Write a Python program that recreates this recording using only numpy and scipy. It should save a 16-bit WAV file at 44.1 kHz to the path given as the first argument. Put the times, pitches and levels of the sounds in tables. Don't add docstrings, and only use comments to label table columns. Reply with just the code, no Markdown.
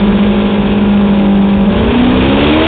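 import sys
import numpy as np
from scipy import signal
from scipy.fft import rfft, irfft, next_fast_len
from scipy.io import wavfile
from scipy.ndimage import map_coordinates

SR = 44100
rng = np.random.default_rng(int(sys.argv[2]) if len(sys.argv) > 2 else 0)


def makeup_ratio(level_db):
    decades = np.asarray(level_db, float) / 20
    return 10 ** decades


def output_pcm(signal):
    pcm = np.clip(np.atleast_2d(signal).T, -1, 1) * 32767
    wavfile.write(sys.argv[1], SR, np.round(pcm).astype(np.int16))


N = 117747

# [t/s, firing rate f/Hz, firing line level/dB]
LEAD_TRACK = [(0, 205.5, -9.5), (.35, 205.6, -12), (.7, 204.3, -12.5), (1, 202.5, -9), (1.2, 201.3, -9.5),
              (1.4, 198, -9), (1.6, 200, -10), (1.64, 199.6, -17), (1.68, 207.8, -8.5), (1.75, 212.6, -17),
              (1.85, 222.4, -14), (1.96, 241.8, -12), (2.08, 247.6, -6.5), (2.2, 256.8, -13.5),
              (2.38, 281.1, -13.5), (2.55, 308.7, -11), (2.67, 324.8, -12)]
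# [shaft order, level/dB over the drive]
HELD_ORDERS = [(1, -19), (2, -21.5), (3, -23.5), (5, -22), (6, -23), (7, -13), (8, -14), (9, -16.5),
               (10, -28), (11, -16.5), (12, -26), (13, -26), (14, -34), (15, -26.5), (16, -19.5), (17, -27),
               (18, -33.5), (19, -23.5), (20, -25), (21, -30.5), (22, -35), (23, -31), (26.5, -30.5),
               (28, -31), (31, -32.5), (32, -30), (33.5, -35.5)]
# [shaft order, level/dB over the drive]
PULLING_ORDERS = [(1, -6), (2, -19), (3, -3), (5, -6), (6, -15), (7, -13), (8, -6), (9, -18.5), (10, -20.5),
                  (11, -18), (12, -19), (13, -23), (14, -25.5), (15, -23.5), (16, -24)]
# [f/Hz, level/dB]
PIPE_RESONANCES = [(300, -0.5), (350, -6.5), (420, 0.5), (510, -5), (600, 1.5), (700, -6.5), (870, 1),
                   (1100, -4)]
# [f/Hz, level/dB per Hz]
BARK_SPECTRUM = [(220, -7), (300, -8), (450, 1), (700, -12.5), (900, -5.5), (1250, -11), (1600, -11),
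                 (2000, -19.5)]
# [f/Hz, level/dB per Hz]
SPRAY_SPECTRUM = [(1500, -15), (2000, -4.5), (2450, 1.5), (2750, 0), (3050, -2.5), (3350, 0), (3600, -2.5),
                  (4800, 0)]
# [t/s, firing rate f/Hz, level/dB]
SECOND_TRACK = [
    (0, 186.9, -13),
    (.15, 188.5, -13.5),
    (.32, 194.3, -19.5),
    (.6, 188, -17.5),
    (.8, 187, -28),
    (1.1, 189, -22.5),
    (1.4, 192, -25.5),
    (1.68, 185.9, -13),
    (1.8, 188, -24.5),
    (2.67, 262.8, -30.5),
]
# [t/s, firing rate f/Hz, level/dB]
THIRD_TRACK = [
    (0, 253, -32),
    (0.549, 253.6, -30),
    (0.799, 222, -22.5),
    (1.201, 237.5, -26.5),
    (1.599, 245.1, -30),
    (1.85, 258, -20.5),
    (2.04, 281, -16),
    (2.219, 331, -18.5),
    (2.379, 367.5, -21),
    (2.67, 413.2, -23),
]
# [t/s, firing rate f/Hz, level/dB]
FOURTH_TRACK = [(0, 240, -35.5), (.5, 258.6, -34), (.78, 282, -23), (.95, 285, -36.5), (1.15, 293, -22.5),
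                (1.35, 300, -24), (1.65, 294.3, -31.5), (1.87, 399.3, -20), (2.049, 432, -18),
                (2.25, 457.3, -20.5), (2.67, 499.3, -27.5)]
# [t/s, firing rate f/Hz, level/dB]
FIFTH_TRACK = [
    (0, 136.7, -31),
    (.5, 140, -34),
    (1.1, 158, -26),
    (1.449, 176, -23),
    (1.7, 140, -29),
    (2.202, 130, -27),
    (2.67, 165, -30),
]
# [shaft order, level/dB]
NEIGHBOUR_ORDERS = [(1, -11), (2, -18.5), (3, -16), (4, -0.5), (5, -16), (7, -17), (8, -15.5), (11, -21),
                    (12, -23)]
# [f/Hz, t60/s]
TREE_DECAY = [(100, 0.44), (1000, .35), (4000, .2)]
# [f/Hz, level/dB per Hz]
RUMBLE_SPECTRUM = [(20, -24), (38, -17), (58, -1.5), (70, -1), (90, -7), (130, -8.5), (170, -12),
                   (230, -22.5)]
# [f/Hz, level/dB]
MICROPHONE_BAND = [(5, -31), (28, -0.5), (3550, 0.5), (3800, -4), (3990, -22.5), (4200, -16.5),
                   (4400, -28.5), (4650, -52.5), (4750, -72.5), (4950, -85.5)]

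LAUNCH_S, LAUNCH_RISE_S, SNAP_S = 1.68, 0.51, .04
LEAD_DB, LEAD_FLUTTER_DB, PULL_FLUTTER_DB = 0.67, 1.5, 1.5
HELD_DB, PULL_DB, HALF_DB = -11, -12.5, -27.5
FIRING_GATE, BANK_GATE, CYCLE_GATE = 0.22, 0.039, .1
EBB_DB_PER_S = -2
BARK_DB, BARK_STEP_DB, BARK_LOAD_DB = -23.5, 3.4, 10
SPRAY_DB, SPRAY_STEP_DB, SPRAY_LOAD_DB = -24.5, 3.5, 10
TREES_DB = -15.5
RUMBLE_DB, RUMBLE_LOAD_DB = -22.5, 4
LURCH_DB, LURCH_S, HUSH_DB = 2, .15, -11
INPUT_DB, CLIP_TOP, CLIP_HARD = -0.53, 0.61, 13


def clock():
    return np.arange(N) / SR


def unit(x):
    return x / np.sqrt(np.mean(x ** 2) + 1e-20)


def along(points, hz, outside=None):
    f, v = np.transpose(points)
    return np.interp(np.log(hz + 1), np.log(f + 1), v, outside, outside)


def curves(rows):
    s, *cols = np.transpose(rows)
    return [np.interp(clock(), s, c) for c in cols]


def wobble(rate):
    coarse = np.arange(0, N + 64, 64)
    knots = rng.standard_normal(int(N * rate / SR) + 4)
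    smooth = map_coordinates(knots, [coarse * rate / SR])
    return np.interp(np.arange(N), coarse, smooth)


def filtered(x, response):
    pad = [(0, 0)] * (x.ndim - 1) + [(4096, 4096)]
    m = next_fast_len(N + 8192)
    spectrum = rfft(np.pad(x, pad, "reflect"), m)
    shaped = irfft(spectrum * response(np.fft.rfftfreq(m, 1 / SR)), m)
    return shaped[..., 4096:4096 + N]


def noise(spectrum):
    white = rng.standard_normal(N)
    return unit(filtered(white, lambda hz: makeup_ratio(along(spectrum, hz, -83))))


def load(rise_s=LAUNCH_RISE_S):
    return np.clip((clock() - LAUNCH_S) / rise_s, 0, 1)


def shaft(firing_hz, wander):
    uneven_hz = firing_hz * (1 + wander * wobble(25))
    return 2 * np.pi * np.cumsum(uneven_hz) / SR / 4


def tones(angle, orders, flutter_db, flutter_rate):
    total = 0
    for order, db in orders:
        level = makeup_ratio(db + flutter_db * wobble(flutter_rate))
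        total = total + level * np.sqrt(2) * np.sin(order * angle + rng.uniform(0, 2 * np.pi))
    return total


def engine_orders(angle, firing_hz, line_db, ebb_db):
    pull, snap = load(), load(SNAP_S)
    pulling = dict(PULLING_ORDERS)
    orders = []
    for k, held_db in HELD_ORDERS:
        shift_db = pull * (pulling.get(k, -40) - held_db)
        pipe_db = snap * along(PIPE_RESONANCES, k * firing_hz / 4)
        orders.append((k, held_db + shift_db + pipe_db))
    halves = [(k + .5, HALF_DB - 0.33 * k + 5 * pull) for k in range(14)]
    drive_db = HELD_DB + .4 * ebb_db + pull * (PULL_DB - HELD_DB)
    sides = tones(angle, orders + halves, LEAD_FLUTTER_DB + PULL_FLUTTER_DB * snap, 12)
    firing_line = tones(angle, [(4, 0)], 1.2, 14)
    return makeup_ratio(LEAD_DB) * (makeup_ratio(drive_db) * sides + makeup_ratio(line_db) * firing_line)


def exhaust_puffs(angle):
    firing = 1 + FIRING_GATE * np.cos(4 * angle)
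    bank = 1 + BANK_GATE * np.cos(angle)
    cycle = 1 + CYCLE_GATE * np.cos(angle / 2)
    return firing * bank * cycle


def exhaust_bark(puffs, ebb_db):
    launch_db = BARK_STEP_DB * load(SNAP_S) + BARK_LOAD_DB * load(1.8)
    level_db = BARK_DB + ebb_db + launch_db + 0.5 * wobble(30)
    return makeup_ratio(level_db) * unit(puffs * noise(BARK_SPECTRUM))


def dirt_spray(puffs):
    ebb_db = EBB_DB_PER_S * np.minimum(clock(), LAUNCH_S)
    launch_db = SPRAY_STEP_DB * load(SNAP_S) + SPRAY_LOAD_DB * load(0.98)
    level_db = SPRAY_DB + ebb_db + launch_db + .7 * wobble(14) + .8 * wobble(70)
    return makeup_ratio(level_db) * unit(puffs * noise(SPRAY_SPECTRUM))


def lead():
    firing_hz, line_db = curves(LEAD_TRACK)
    angle = shaft(firing_hz, 0.0015)
    puffs = exhaust_puffs(angle)
    ebb_db = EBB_DB_PER_S * np.clip(clock() - .5, 0, LAUNCH_S - .5) * (1 - load(SNAP_S))
    body = engine_orders(angle, firing_hz, line_db, ebb_db)
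    return body + exhaust_bark(puffs, ebb_db) + dirt_spray(puffs)


def neighbours():
    total = 0
    for rows in (SECOND_TRACK, THIRD_TRACK, FOURTH_TRACK, FIFTH_TRACK):
        firing_hz, level_db = curves(rows)
        total = total + makeup_ratio(level_db) * tones(shaft(firing_hz, .004), NEIGHBOUR_ORDERS, 1.7, 15)
    return total


def trees(x):
    hz, t, z = signal.stft(rng.standard_normal(SR // 2), SR, nperseg=256)
    decay = makeup_ratio(-60 * t / along(TREE_DECAY, hz)[:, None])
    tail = signal.istft(z * decay, SR, nperseg=256)[1]
    return signal.fftconvolve(np.pad(x, (2000, 0), "wrap"), tail / np.linalg.norm(tail))[:N]


def rumble():
    since = clock() - LAUNCH_S
    lurch_db = LURCH_DB * np.exp(-((since - LURCH_S) / LURCH_S) ** 2)
    hush_db = HUSH_DB * np.exp(-((since + .03) / 0.044) ** 2)
    level_db = RUMBLE_DB + RUMBLE_LOAD_DB * load() + lurch_db + hush_db + 1.7 * wobble(6)
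    return makeup_ratio(level_db) * noise(RUMBLE_SPECTRUM)


def scene():
    trucks = lead() + neighbours()
    return (trucks + makeup_ratio(TREES_DB) * trees(trucks) + rumble())[None]


def band_limit(x):
    return signal.sosfilt(signal.butter(12, 4820, fs=SR, output="sos"), x)


def record(dry):
    hot = makeup_ratio(INPUT_DB) * dry
    clipped = hot / (1 + np.abs(hot / CLIP_TOP) ** CLIP_HARD) ** (1 / CLIP_HARD)
    narrow = filtered(clipped, lambda hz: makeup_ratio(along(MICROPHONE_BAND, hz)))
    return band_limit(narrow)


dry = scene()
out = record(dry)
output_pcm(out)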